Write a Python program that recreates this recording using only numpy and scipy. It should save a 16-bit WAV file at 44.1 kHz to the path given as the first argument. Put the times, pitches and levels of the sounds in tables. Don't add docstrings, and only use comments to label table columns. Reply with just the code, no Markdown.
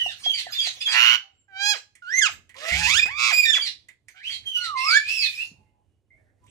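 import sys
import numpy as np
from scipy import signal
from scipy.fft import rfft, irfft, next_fast_len
from scipy.io import wavfile
from scipy.ndimage import uniform_filter1d, map_coordinates

SR = 44100
rng = np.random.default_rng(int(sys.argv[2]) if len(sys.argv) > 2 else 0)


def field_ratio(decibels):
    return 10 ** (np.asarray(decibels, dtype=float) / 20)


def transcribe(signal):
    frames = np.atleast_2d(signal).T
    limited = np.clip(frames, -1, 1)
    pcm = np.round(limited * 32767).astype(np.int16)
    wavfile.write(sys.argv[1], SR, pcm)


N = 286650


def unit(x):
    return x / np.sqrt(np.mean(x ** 2) + 1e-20)


def along(points, hz):
    f, v = np.transpose(points)
    return np.interp(np.log(hz + 1), np.log(f + 1), v)


def filtered(x, response):
    m = next_fast_len(N + 8192)
    return irfft(rfft(x, m) * response(np.fft.rfftfreq(m, 1 / SR)), m)[..., :N]


def noise(spectrum):
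    return unit(filtered(rng.standard_normal(N), lambda hz: field_ratio(along(spectrum, hz))))


def patchy(x, depth_db):
    z = signal.stft(x, nperseg=256)[2]
    field = uniform_filter1d(rng.standard_normal(z.shape), size=5, axis=0)
    field = uniform_filter1d(field, size=10, axis=1)
    return unit(signal.istft(z * field_ratio(depth_db * unit(field)), nperseg=256)[1][:N])


def wobble(n, rate):
    knots = rng.standard_normal(int(n * rate / SR) + 4)
    return map_coordinates(knots, [np.arange(n) * rate / SR])


def span(rows, fade):
    s, *cols = np.transpose(rows)
    at = np.arange(max(0, round(s[0] * SR)), min(N, round(s[-1] * SR)))
    t = at / SR
    since_start = t - s[0] + (s[0] == 0)
    gate = np.clip(np.minimum(since_start, s[-1] - t) / fade, 0, 1)
    return at, gate, [uniform_filter1d(np.interp(t, s, c), size=700, mode="nearest") for c in cols]


def partials(pitch, levels_db, hoarse):
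    phase = 2 * np.pi * np.cumsum(pitch) / SR + hoarse * wobble(len(pitch), 420)
    return sum(np.sqrt(2) * field_ratio(db) * (k * pitch < 15900) * np.sin(k * phase + k * k)
               for k, db in enumerate(levels_db, 1))


def notes(rows, shape):
    return [[(s + share * length, top + drop * (end - top), db + first_db, db + second_db, breath_db)
             for share, drop, first_db, second_db, breath_db in shape]
            for s, length, top, end, db in rows]


# [t/s, level/dB]
RUMBLE = [(0.0, -65), (.55, -65), (1.08, -68.5), (1.34, -75.5), (1.72, -69.5), (2.0, -73), (2.33, -62),
          (2.66, -69.5), (2.9, -56.5), (3.33, -67), (3.8, -68.5), (4.18, -74), (4.34, -61.5), (4.5, -68.5),
          (5.1, -60.5), (5.7, -68.5), (6.35, -69.5), (6.5, -60.5)]
# [f/Hz, level/dB per Hz]
AIR = [(20, -34), (45, -8), (100, 1), (170, -15), (320, -15.5), (600, -24), (1200, -35.5), (2500, -37.5),
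       (5000, -43.5), (9000, -40.5), (15600, -57)]
# [f/Hz, likeness]
AIR_ALIKE = [(60, 0.49), (240, 0.7), (950, 0.69), (3770, 0.77), (15000, 0.1)]


def background():
    turn = lambda hz: np.arccos(np.clip(along(AIR_ALIKE, hz), -1, 1)) / 2
    pair = [noise(AIR), noise(AIR)]
    mid, side = filtered(pair, lambda hz: np.array([np.cos(turn(hz)), np.sin(turn(hz))]))
    level_db = np.interp(np.arange(N) / SR, *np.transpose(RUMBLE)) + 2.5 * wobble(N, 11)
    return field_ratio(level_db + 0.5) * np.array([mid + side, mid - side]) * field_ratio([[-2.5], [2.1]])


# [f/Hz, t/s]
WALLS = [(300, 0.21), (2500, 0.2), (6000, 0.22), (14000, 0.17)]
LATE_DB, LATE_T60_S = -32, 0.58


def walls(x):
    hz, t, z = signal.stft(rng.standard_normal((2, SR * 3 // 5)), SR, nperseg=256)
    decay = field_ratio(-60 * t / along(WALLS, hz)[:, None]) + field_ratio(LATE_DB - 60 * t / LATE_T60_S)
    tail = signal.istft(z * decay, SR, nperseg=256)[1]
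    tail = tail / np.linalg.norm(tail[0])
    delayed = np.pad(x, (150, 0))[None]
    return signal.fftconvolve(delayed, tail, axes=1)[:, :N] * field_ratio([[-3.5], [2.5]])


# [f/Hz, level/dB]
PORT_DB = [(60, -10), (180, -7.5), (550, -8), (1650, -13), (4970, -18.5), (15000, -11.5)]
# [f/Hz, phase/rad]
PORT_RAD = [(0, -0.5), (2580, 3.5), (3100, 8.5), (8350, 19), (9130, 8), (15200, 28)]


def ports(x, shift_db, turn):
    half = lambda hz: (field_ratio((along(PORT_DB, hz) + shift_db) / 2)
                       * np.exp(.5j * turn * along(PORT_RAD, hz)))
    return filtered(np.array([x, x]), lambda hz: np.array([half(hz), 1 / half(hz)]))


# [t/s, length/s, first f/Hz, last f/Hz, level/dB, loss/dB, hoarseness/rad]
OUTSIDE = [(0, 0.019, 1900, 1890, -42, -2, .4), (0.453, 0.071, 2080, 1158, -53, 2, 0.54),
           (1.202, 0.14, 798, 770, -74.5, 9, 0.48), (1.304, 0.13, 7530, 7390, -89, -3, 0.43),
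           (4.44, 0.13, 800, 765, -73.5, 7.5, 0.87), (4.49, 0.09, 2770, 2600, -57, -9, 0.26),
           (5.21, 0.042, 3300, 3220, -42, 1, .3), (5.51, 0.34, 875, 830, -80, 11, .7),
           (5.6, .16, 2100, 2090, -95, 9, .8), (5.66, 0.42, 2880, 2930, -92, 11, .6),
           (6.103, 0.083, 2080, 2280, -68, 1, 0.3), (6.125, 0.24, 640, 570, -76, 9, .9),
           (6.17, 0.14, 1800, 1720, -81.5, 9, 1.3), (6.2, 0.21, 1990, 1900, -90, 0.5, 1.3),
           (6.408, 0.07, 1010, 980, -82, -2.5, 0.41)]


def outside():
    out = np.zeros(N)
    for s, length, first_hz, last_hz, db, loss_db, hoarse in OUTSIDE:
        rows = [(s, first_hz, db), (s + length, last_hz, db - loss_db)]
        at, gate, (pitch, level_db) = span(rows, fade=0.0055)
        out[at] += gate * partials(pitch, [level_db + 5.5 * wobble(len(at), 30)], hoarse)
    return out


# [t/s, peak level/dB, f/Hz]
TAPS = [
    (0.061, -39.5, 740),
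    (0.262, -41, 733),
    (0.467, -44, 725),
    (0.671, -48, 720),
]


def taps():
    out, t = np.zeros(N), np.arange(3000) / SR
    envelope = (1 - np.exp(-t / 0.0038)) * field_ratio(-60 * t / 0.021)
    for s, db, hz in TAPS:
        out[round(s * SR):][:len(t)] += field_ratio(db + 26) * envelope * np.sin(2 * np.pi * hz * t)
    return out


# [t/s, level/dB]
THUMP = (2.715, -31)
# [f/Hz, level/dB, time to fall 60 dB t/s]
PANEL = [(66.5, -1.5, 1), (91, -6, 0.99), (167, 0, 0.55), (245, -16.5, 0.26), (323, -24, 0.68)]


def thump():
    start_s, level_db = THUMP
    t = np.clip(np.arange(N) / SR - start_s, 0, None)
    ring = sum(field_ratio(db - 60 * t / t60 + 3.3 * wobble(N, 22)) * np.sin(2 * np.pi * hz * t)
               for hz, db, t60 in PANEL)
    return field_ratio(level_db) * (1 - np.exp(-(t / 0.0028) ** 2)) * ring


# [t/s, level/dB]
HOPS = [
    (4.33, -64),
    (5.51, -48),
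    (5.585, -58),
]


def hops():
    t = np.arange(N) / SR
    push = sum(field_ratio(db - 60 * np.clip(t - s, 0, 1) / 0.14) * np.clip((t - s) / 0.0084, 0, 1)
               for s, db in HOPS)
    return push * noise([(40, -18), (150, 7), (400, -14.5), (1000, -31), (3000, -56.5)])


# [t/s, length/s, level/dB]
AIR_SWELLS = [(0.132, 0.205, -49.5), (0.429, 0.19, -46.5), (0.716, 0.14, -50), (1.722, 0.077, -47.5),
              (2.262, 0.085, -50), (3.525, .09, -49), (4.074, 0.06, -65), (4.431, .07, -62),
              (5.296, 0.2, -50.5), (6.406, .2, -73)]
# [f/Hz, level/dB per Hz]
BREATH = [(400, -49), (800, -26.5), (1500, -26.5), (2700, -11), (5000, -19), (7500, -19), (9300, -30.5),
          (12000, -30), (14000, -34.5), (15600, -41.5)]


def air_swells():
    t = np.arange(N) / SR
    swell = sum(field_ratio(db) * np.sin(np.pi * np.clip((t - s) / length, 0, 1)) for s, length, db in AIR_SWELLS)
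    return swell * patchy(noise(BREATH), depth_db=10.5)


# [t/s, length/s, level/dB]
WHEEZE = [
    (4.77, .24, -57.5),
    (5.07, .2, -51.5),
    (5.2, 0.27, -58),
]
# [f/Hz, level/dB per Hz]
WHEEZE_COLOUR = [(3000, -20), (6000, -3.5), (9000, 1.5), (12000, -4.5), (15600, -9.5)]


def wheeze():
    t = np.arange(N) / SR
    swell = sum(field_ratio(db) * np.sin(np.pi * np.clip((t - s) / length, 0, 1) ** .6)
                for s, length, db in WHEEZE)
    return swell * patchy(noise(WHEEZE_COLOUR), depth_db=-1.5)


# [t/s, peak level/dB, scrape level/dB, knock level/dB]
CLAWS = [(1.952, -43, 0.5, -27), (2.4926, -37, -10, -32.5), (2.5422, -39, -13.5, -15.5),
         (3.0588, -22, -11.5, -17.5), (3.885, -36, -5, -56), (4.083, -36.5, -2, -52),
         (4.298, -29.5, -29.5, -24.5), (4.4373, -46.5, -14, -24), (6.4398, -68.5, 8.5, -12),
         (6.4642, -59, 3.5, -2.5)]
# [f/Hz, level/dB per Hz]
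PERCH = [(500, -25.5), (1400, -22), (2050, 1.5), (2600, -12), (4000, -24), (6000, -34.5)]
# [f/Hz, level/dB per Hz]
SCRAPE = [(2500, -48.5), (4500, -14), (7000, -0.5), (9000, -0.5), (15000, -30.5)]


def claws():
    out, t = np.zeros(N + SR), np.arange(3000) / SR
    perch, scrape = noise(PERCH), noise(SCRAPE)
    for s, db, scrape_db, knock_db in CLAWS:
        at = round(s * SR)
        piece = slice(at - len(t), at)
        tick = field_ratio(-60 * t / 0.14) * perch[piece] + field_ratio(scrape_db - 60 * t / 0.07) * scrape[piece]
        knock = field_ratio(knock_db + 9.5) * (1 - t / 0.00021) * np.exp(-t / .00015)
        out[at:][:len(t)] += field_ratio(db - 11.0) * (tick * (1 - np.exp(-t / 0.0006)) + knock)
    return out[:N]


# [t/s, level/dB]
CREAKS = [(2.5634, -48.5), (2.5825, -48.5), (2.602, -46), (2.63, -45.5)]
# [t/s, level/dB, width/s]
SNAP = (3.0585, -18, .00007)
# [f/Hz, level/dB per Hz]
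SCREECH = [(530, -34.5), (900, -23.5), (1050, -29), (2310, -7.5), (2510, -4), (3590, -5.5), (5320, -12.5),
           (8670, -20.5), (12700, -35.5), (15600, -47)]


def small_noises():
    t, air = np.arange(N) / SR, noise(SCREECH)
    puffs = sum(field_ratio(db - 60 * np.clip(t - s, 0, 1) / 0.17) * np.clip((t - s) / 0.0016, 0, 1)
                for s, db in CREAKS)
    snap_s, snap_db, width_s = SNAP
    return puffs * air - field_ratio(snap_db) * np.exp(-((t - snap_s) / width_s) ** 2)


PIPES = [(-.04, 0.12, 3045, 2656, -30.5), (.235, 0.11, 3352, 2923, -30), (3.52, .1, 3497, 3084, -31.5)]
STEPS = [(.52, .095, 3646, 3220, -24.5), (.8, 0.084, 3586, 3233, -24)]
FALLS = [(.08, 0.056, 1878, 1257, -41), (.33, 0.096, 2340, 1626, -37.5), (.6, 0.091, 2436, 1760, -34),
         (.878, 0.068, 2430, 2180, -35), (3.61, 0.084, 2350, 1700, -34), (4.3, 0.056, 2303, 1816, -41.5),
         (4.6, 0.079, 2166, 1687, -40.5)]
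CHIPS = [(.24, 0.015, 2480, 2500, -48.5), (0.521, 0.015, 2474, 2410, -39),
         (0.804, 0.019, 2460, 2470, -40.5)]
SWOOPS = [(4.772, .18, 2702, 1939, -34), (5.075, .2, 2712, 1665, -32.5)]
# [share of length, share of drop, 1st partial level/dB, 2nd partial level/dB, breath under voice level/dB]
PIPE_SHAPE = [(0, 0.3, -2, -43, -2.5), (.35, 0.077, 4, -30, -28.5), (.7, 0.42, -3.5, -22, -29),
              (1, 1, 3, -20.5, -7.5)]
STEP_SHAPE = [(0, .6, -16, -43.5, 9), (.3, 0.11, -16, -44.5, -16), (0.618, 0.19, -9.5, -27.5, -22),
              (.78, 0.86, -1.5, -25.5, -19), (1, 0.95, -7.5, -21.5, -27.5)]
FALL_SHAPE = [(0, 0.0043, -5, 7.5, -13.5), (0.398, .12, -12, -5.5, -4), (1.002, 1, -14, -1, 3)]
SWOOP_SHAPE = [(0, 0.85, -27, 9.5, 14.5), (.09, 0.026, -1.5, -13, -15.5), (.45, 0.06, -1, -2, -25),
               (.7, .38, -8, 3.5, -24), (0.998, 1, -14.5, 1, -6)]
# [t/s, f/Hz, level/dB]
SONG = [
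    [(4.75, 2087, -38), (4.8, 2110, -39.5), (4.854, 2147, -35.5), (4.89, 2230, -35.5), (4.914, 2292, -26),
     (4.968, 2289, -29.5), (5.005, 2280, -42.5)],
    [(4.995, 2276, -40), (5.086, 2521, -33), (5.15, 2681, -33.5), (5.22, 2590, -35), (5.288, 2477, -36.5),
     (5.334, 2384, -46.5), (5.384, 2493, -36), (5.42, 2808, -35.5), (5.445, 2800, -65.5)],
    [(4.16, 1400, -84.5), (4.2, 1650, -51.5), (4.24, 2450, -52.5), (4.255, 2900, -39), (4.285, 3260, -34.5),
     (4.31, 3230, -38.5), (4.38, 3202, -52.5)],
    [(4.452, 3200, -48), (4.47, 3200, -38), (4.52, 3040, -40.5), (4.57, 2920, -30), (4.61, 2870, -46),
     (4.72, 2900, -55)],
]
# [2nd partial level/dB, breath under voice level/dB]
SONG_VOICE = [(-15.5, -13.5), (-31, -14), (-24.5, -14), (-20.5, -20.5)]


def far_bird():
    out = np.zeros(N)
    air = patchy(noise(SCREECH), depth_db=3.5) * field_ratio(2 * wobble(N, 120) + wobble(N, 30))
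    song = [[(s, hz, db, db + second_db, breath_db) for s, hz, db in call]
            for call, (second_db, breath_db) in zip(SONG, SONG_VOICE)]
    clear = notes(PIPES, PIPE_SHAPE) + notes(STEPS, STEP_SHAPE) + song
    rough = notes(FALLS + CHIPS, FALL_SHAPE) + notes(SWOOPS, SWOOP_SHAPE)
    kinds = ((clear, .12, .12, (-8, -12, -20)), (rough, .2, .55, (-20, -25, -38)))
    for calls, first_hoarse, last_hoarse, over_db in kinds:
        for call in calls:
            fade = min(.016, (call[-1][0] - call[0][0]) / 4)
            at, gate, (pitch, first_db, second_db, breath_db) = span(call, fade)
            levels_db = [first_db, second_db] + [second_db + db for db in over_db]
            voice = partials(pitch, levels_db, np.linspace(first_hoarse, last_hoarse, len(at)))
            breath = field_ratio(np.maximum(first_db, second_db) + breath_db) * gate * air[at]
            throb = field_ratio(3.0 * wobble(len(at), 70))
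            out[at] += gate * throb * (voice + breath)
    return out


# [t/s, level/dB, bottom f/Hz, top f/Hz]
GROWL = [(.865, -41.5, 750, 1182), (.92, -37.5, 794, 1343), (.955, -24.5, 835, 1413),
         (1.0, -21, 850.6, 1413), (1.06, -20.5, 939, 1455), (1.15, -23, 1004, 1494),
         (1.175, -36.5, 1097, 1503)]
# [f/Hz, level/dB per Hz]
RASP = [(500, -23.5), (1000, 0.5), (3000, 6.5), (4500, -2), (7000, -6.5), (8500, -47.5), (12000, -16.5),
        (15600, -19.5)]
SWINGS_HZ = 118
DWELL = 1.25
THROB_DB, THROB_FROM_S, THROB_RISE_S = 11, 0.96, 0.041


def growl():
    out = np.zeros(N)
    at, gate, (level_db, bottom, top) = span(GROWL, fade=0.015)
    throb_db = -2.5 + (THROB_DB - 3.0) * np.clip((at / SR - THROB_FROM_S) / THROB_RISE_S, 0, 1)
    turns = np.cumsum(SWINGS_HZ * (1 + .018 * wobble(len(at), 30))) / SR
    swing = np.tanh(DWELL * (1 - np.cos(2 * np.pi * turns))) / np.tanh(2 * DWELL)
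    levels_db = [db + 0.47 * wobble(len(at), 110)
                 for db in (-13.5, -2.0, -22.0, -24.5, -33, -44.0, -49.0, -35.0, -33.5)]
    tone = partials(bottom + (top - bottom) * swing, levels_db, .15)
    puff = field_ratio(-12) * noise(RASP)[at]
    swing_db = 2 * throb_db * (np.sin(np.pi * turns) ** 2 - 0.5955)
    out[at] = gate * field_ratio(level_db + swing_db) * (tone + puff)
    return out


# [t/s, f/Hz, effort level/dB]
ARCS = [
    [(1.48, 806, -64), (1.526, 769, -56), (1.558, 763, -44.5), (1.63, 807.4, -32.5), (1.698, 839, -29.5),
     (1.728, 818.3, -30.5), (1.74, 762, -32.5), (1.755, 553, -50.5), (1.77, 395, -49)],
    [(2.02, 1457, -49), (2.06, 1386, -44), (2.09, 1520, -40.5), (2.14, 1983, -30), (2.18, 2120, -26),
     (2.2, 2091, -25), (2.214, 1900, -31.5)],
    [(2.212, 1815, -22.5), (2.272, 1215, -28), (2.3, 591, -49)],
    [(3.06, 643, -50), (3.085, 803, -42.5), (3.11, 1094, -41), (3.16, 1195, -38.5), (3.2, 1220, -29.5),
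     (3.26, 1237, -27), (3.305, 1180, -30), (3.318, 760, -27.5), (3.34, 612, -43)],
]
# [t/s, f/Hz, effort level/dB]
RISES = [
    [(2.55, 495.7, -65), (2.64, 630, -43), (2.7, 678, -33), (2.762, 740.8, -31.5), (2.792, 845.6, -30),
     (2.862, 853.5, -29), (2.893, 1050, -28), (2.942, 1297, -26), (2.984, 1805, -24.5), (3.0, 1800, -29)],
    [(4.14, 736, -66), (4.17, 758, -57), (4.21, 780, -56)],
]
# [t/s, f/Hz, effort level/dB]
HIGH = [
    [(2.993, 2426, -14.5), (3.014, 2430, -31), (3.03, 2479, -19), (3.048, 2505, -33), (3.09, 2545, -36)],
    [(3.325, 2415, -26.5), (3.395, 2463, -18), (3.439, 2400, -25.5), (3.465, 2389, -18.5)],
    [(3.45, 1844, -30.5), (3.508, 1787, -26), (3.534, 1701, -29), (3.56, 1064, -30.5),
     (3.595, 436.6, -43.5)],
]
# [2nd
# partial level/dB, 3rd partial level/dB, upper partials level/dB, gain per upper partial/dB, growth of 3rd and
# upper partials/dB per dB of effort]
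CLOSURE = [(-1, -9, 5, 1, 0.6), (-13, 5, -11, 1.5, 1.66), (-7, -5.5, -5, 3, 0.5), (-6, -6, -5, 1.35, 0.66),
           (-2.5, -1.5, -5, 1.5, 0.46), (3, -2.5, 6.5, 2, 2), (-6.5, -14.5, -10.5, -1, 0),
           (0.5, -9, -11, 4.5, 0.23), (9.5, -4.5, -6, 3, 0)]
# [gain of partials above the throat level/dB, breath level/dB]
SHEEN = [(18, 3), (12, 5.5), (-18, 1), (-10.5, 3.5), (-4.5, 4.5), (0, -2), (-10, 3.5), (8.5, -3.5),
         (-22, -1)]
HALVES_DB = [-45.5, -52.5, -60.5, -52.5, -41, -40, -60.5, -49, -60]
SECOND_GROWS = [0, 0.8, 0, 0.01, 0.06, 0, 0, 0.02, 0.2]
# [t/s, flutter depth 0-1, hoarseness/rad]
STRAIN = [(1.6, 0, .02), (1.72, 0, .045), (1.75, 0, .2), (2.02, 0, .01), (2.2, 0, .035), (2.26, 0, .075),
          (2.3, 0, .2), (2.55, .6, .24), (2.7, .5, .2), (2.9, .45, .2), (2.95, .25, .14), (3.0, 0, .11),
          (3.09, 0, .05), (3.16, .05, .02), (3.2, .85, .14), (3.31, .85, .17), (3.325, .3, .2),
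          (3.34, 0, .13), (3.52, 0, .12), (3.55, .5, .18), (4.14, .4, .18)]
# [f/Hz, level/dB]
MOUTH = [(500, -17.5), (900, -16.5), (1500, -10.5), (2000, 0.5), (2500, -0.5), (3000, -1), (3600, -8),
         (4300, -13.5), (5400, -10.5), (7500, -6.5)]
# [f/Hz, level/dB]
GAPE = [(500, -18.5), (900, -14), (1300, -17), (1750, -10.5), (2050, 2.5), (2550, 3), (3000, -6),
        (3600, -5), (4300, -15.5), (5400, -18.5)]
# [f/Hz, level under voice/dB]
THROAT = [(1500, 25), (2500, 7.5), (3300, -7), (4200, -6), (5000, -3.5), (5800, -12.5), (6600, -4),
          (7600, -13.5), (8800, -21), (12000, -31), (15500, -33)]
# [t/s, f/Hz, level/dB]
WHISTLE = [(4.563, 1435, -51), (4.637, 1445, -40), (4.743, 1131, -36.5), (4.765, 1035, -32.5),
           (4.833, 1041, -35), (4.875, 1235, -31), (4.915, 1390, -30), (4.978, 1780, -16.5),
           (4.995, 1700, -46.5)]
SHEEN_HZ = 8000
BROKEN_DB = 8.0


def near_bird():
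    out, air = np.zeros(N), patchy(noise(BREATH), depth_db=2.0)
    strain_s, *strain = np.transpose(STRAIN)
    for call, closure, (sheen_db, air_db), half_db, second_grows in zip(
            ARCS + RISES + HIGH, CLOSURE, SHEEN, HALVES_DB, SECOND_GROWS):
        second_db, third_db, rich_db, beak_db, third_grows = closure
        at, gate, (pitch, effort_db) = span(call, fade=.005)
        flutter, hoarse = (np.interp(at / SR, strain_s, c) for c in strain)
        beat = 2 * np.pi * np.cumsum(120 + 4 * wobble(len(at), 40)) / SR
        blow_db = effort_db - effort_db.max()
        growth_db = third_grows * blow_db
        long_squawk = call is RISES[0]

        closing_db = (0, second_db + second_grows * blow_db, third_db + growth_db)
        low_db = [along(GAPE if long_squawk else MOUTH, k * pitch) + db
                  for k, db in enumerate(closing_db, 1)]
        total_db = 10 * np.log10(sum(field_ratio(db) ** 2 for db in low_db))
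        low_db = [effort_db + db - total_db + BROKEN_DB * long_squawk * flutter * wobble(len(at), 45)
                  for db in low_db]

        upper_db = []
        for k in range(4, 22):
            gloss_db = sheen_db * np.clip(2 * (k * pitch / SHEEN_HZ - 1), 0, 1)
            slope_db = (beak_db + 0.22 * (effort_db + 19)) * (k - 3)
            throat_db = along(THROAT, k * pitch)
            upper_db.append(effort_db + rich_db + growth_db + throat_db + gloss_db + slope_db)

        fluttered = pitch * (1 + .12 * flutter * np.cos(beat))
        voice = partials(fluttered, low_db + upper_db, hoarse * (1.6 - .4 * flutter))
        half_depth = np.minimum(field_ratio(half_db - 1.1 * blow_db), .3)
        voice = voice * (1 + half_depth * np.cos(np.pi * np.cumsum(pitch) / SR))
        breath = field_ratio(effort_db + air_db - 33 + 105 * hoarse) * air[at]
        beat_depth = flutter * np.clip(0.22 + 0.4 * wobble(len(at), 50), 0, 1)
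        uneven_db = (1.5 + 18 * np.minimum(hoarse, .1) * (0.5 - flutter)) * wobble(len(at), 70)
        out[at] += gate * (1 + beat_depth * np.sin(beat)) * field_ratio(uneven_db) * (voice + breath)

    at, gate, (pitch, level_db) = span(WHISTLE, fade=0.0027)
    strain_db = 2.4 * np.minimum(level_db + 23, 0)
    overtones_db = [level_db + strain_db + db for db in (-16.0, -20.0, -18.0, -32.0, -52.0)]
    out[at] += gate * partials(pitch, [level_db] + overtones_db, 0.0066)
    return out


# [f/Hz, level/dB]
BEHIND = [(1500, 5.5), (5000, 7), (12000, 0)]


def scene():
    near = field_ratio(4.5) * (near_bird() + growl()) + claws() + small_noises() + taps()
    far = far_bird() + outside() + air_swells() + wheeze()
    direct = ports(near, shift_db=4.0, turn=0.43) + field_ratio(1.5) * ports(far, shift_db=10.0, turn=0.33)
    near_to_walls = filtered(near, lambda hz: field_ratio(along(BEHIND, hz) - 11.5))
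    echo = walls(near_to_walls) + walls(field_ratio(5.5) * far)
    panel = (thump() + hops()) * field_ratio([[-2.2], [2.1]])
    return direct + echo + panel + background()


def roll_off(x):
    return signal.sosfilt(signal.butter(12, 15710, fs=SR, output="sos"), x)


def record(dry):
    held = dry / (1 + np.abs(dry / .97) ** 8) ** (1 / 8)
    return roll_off(held)


dry = scene()
out = record(dry)
transcribe(out)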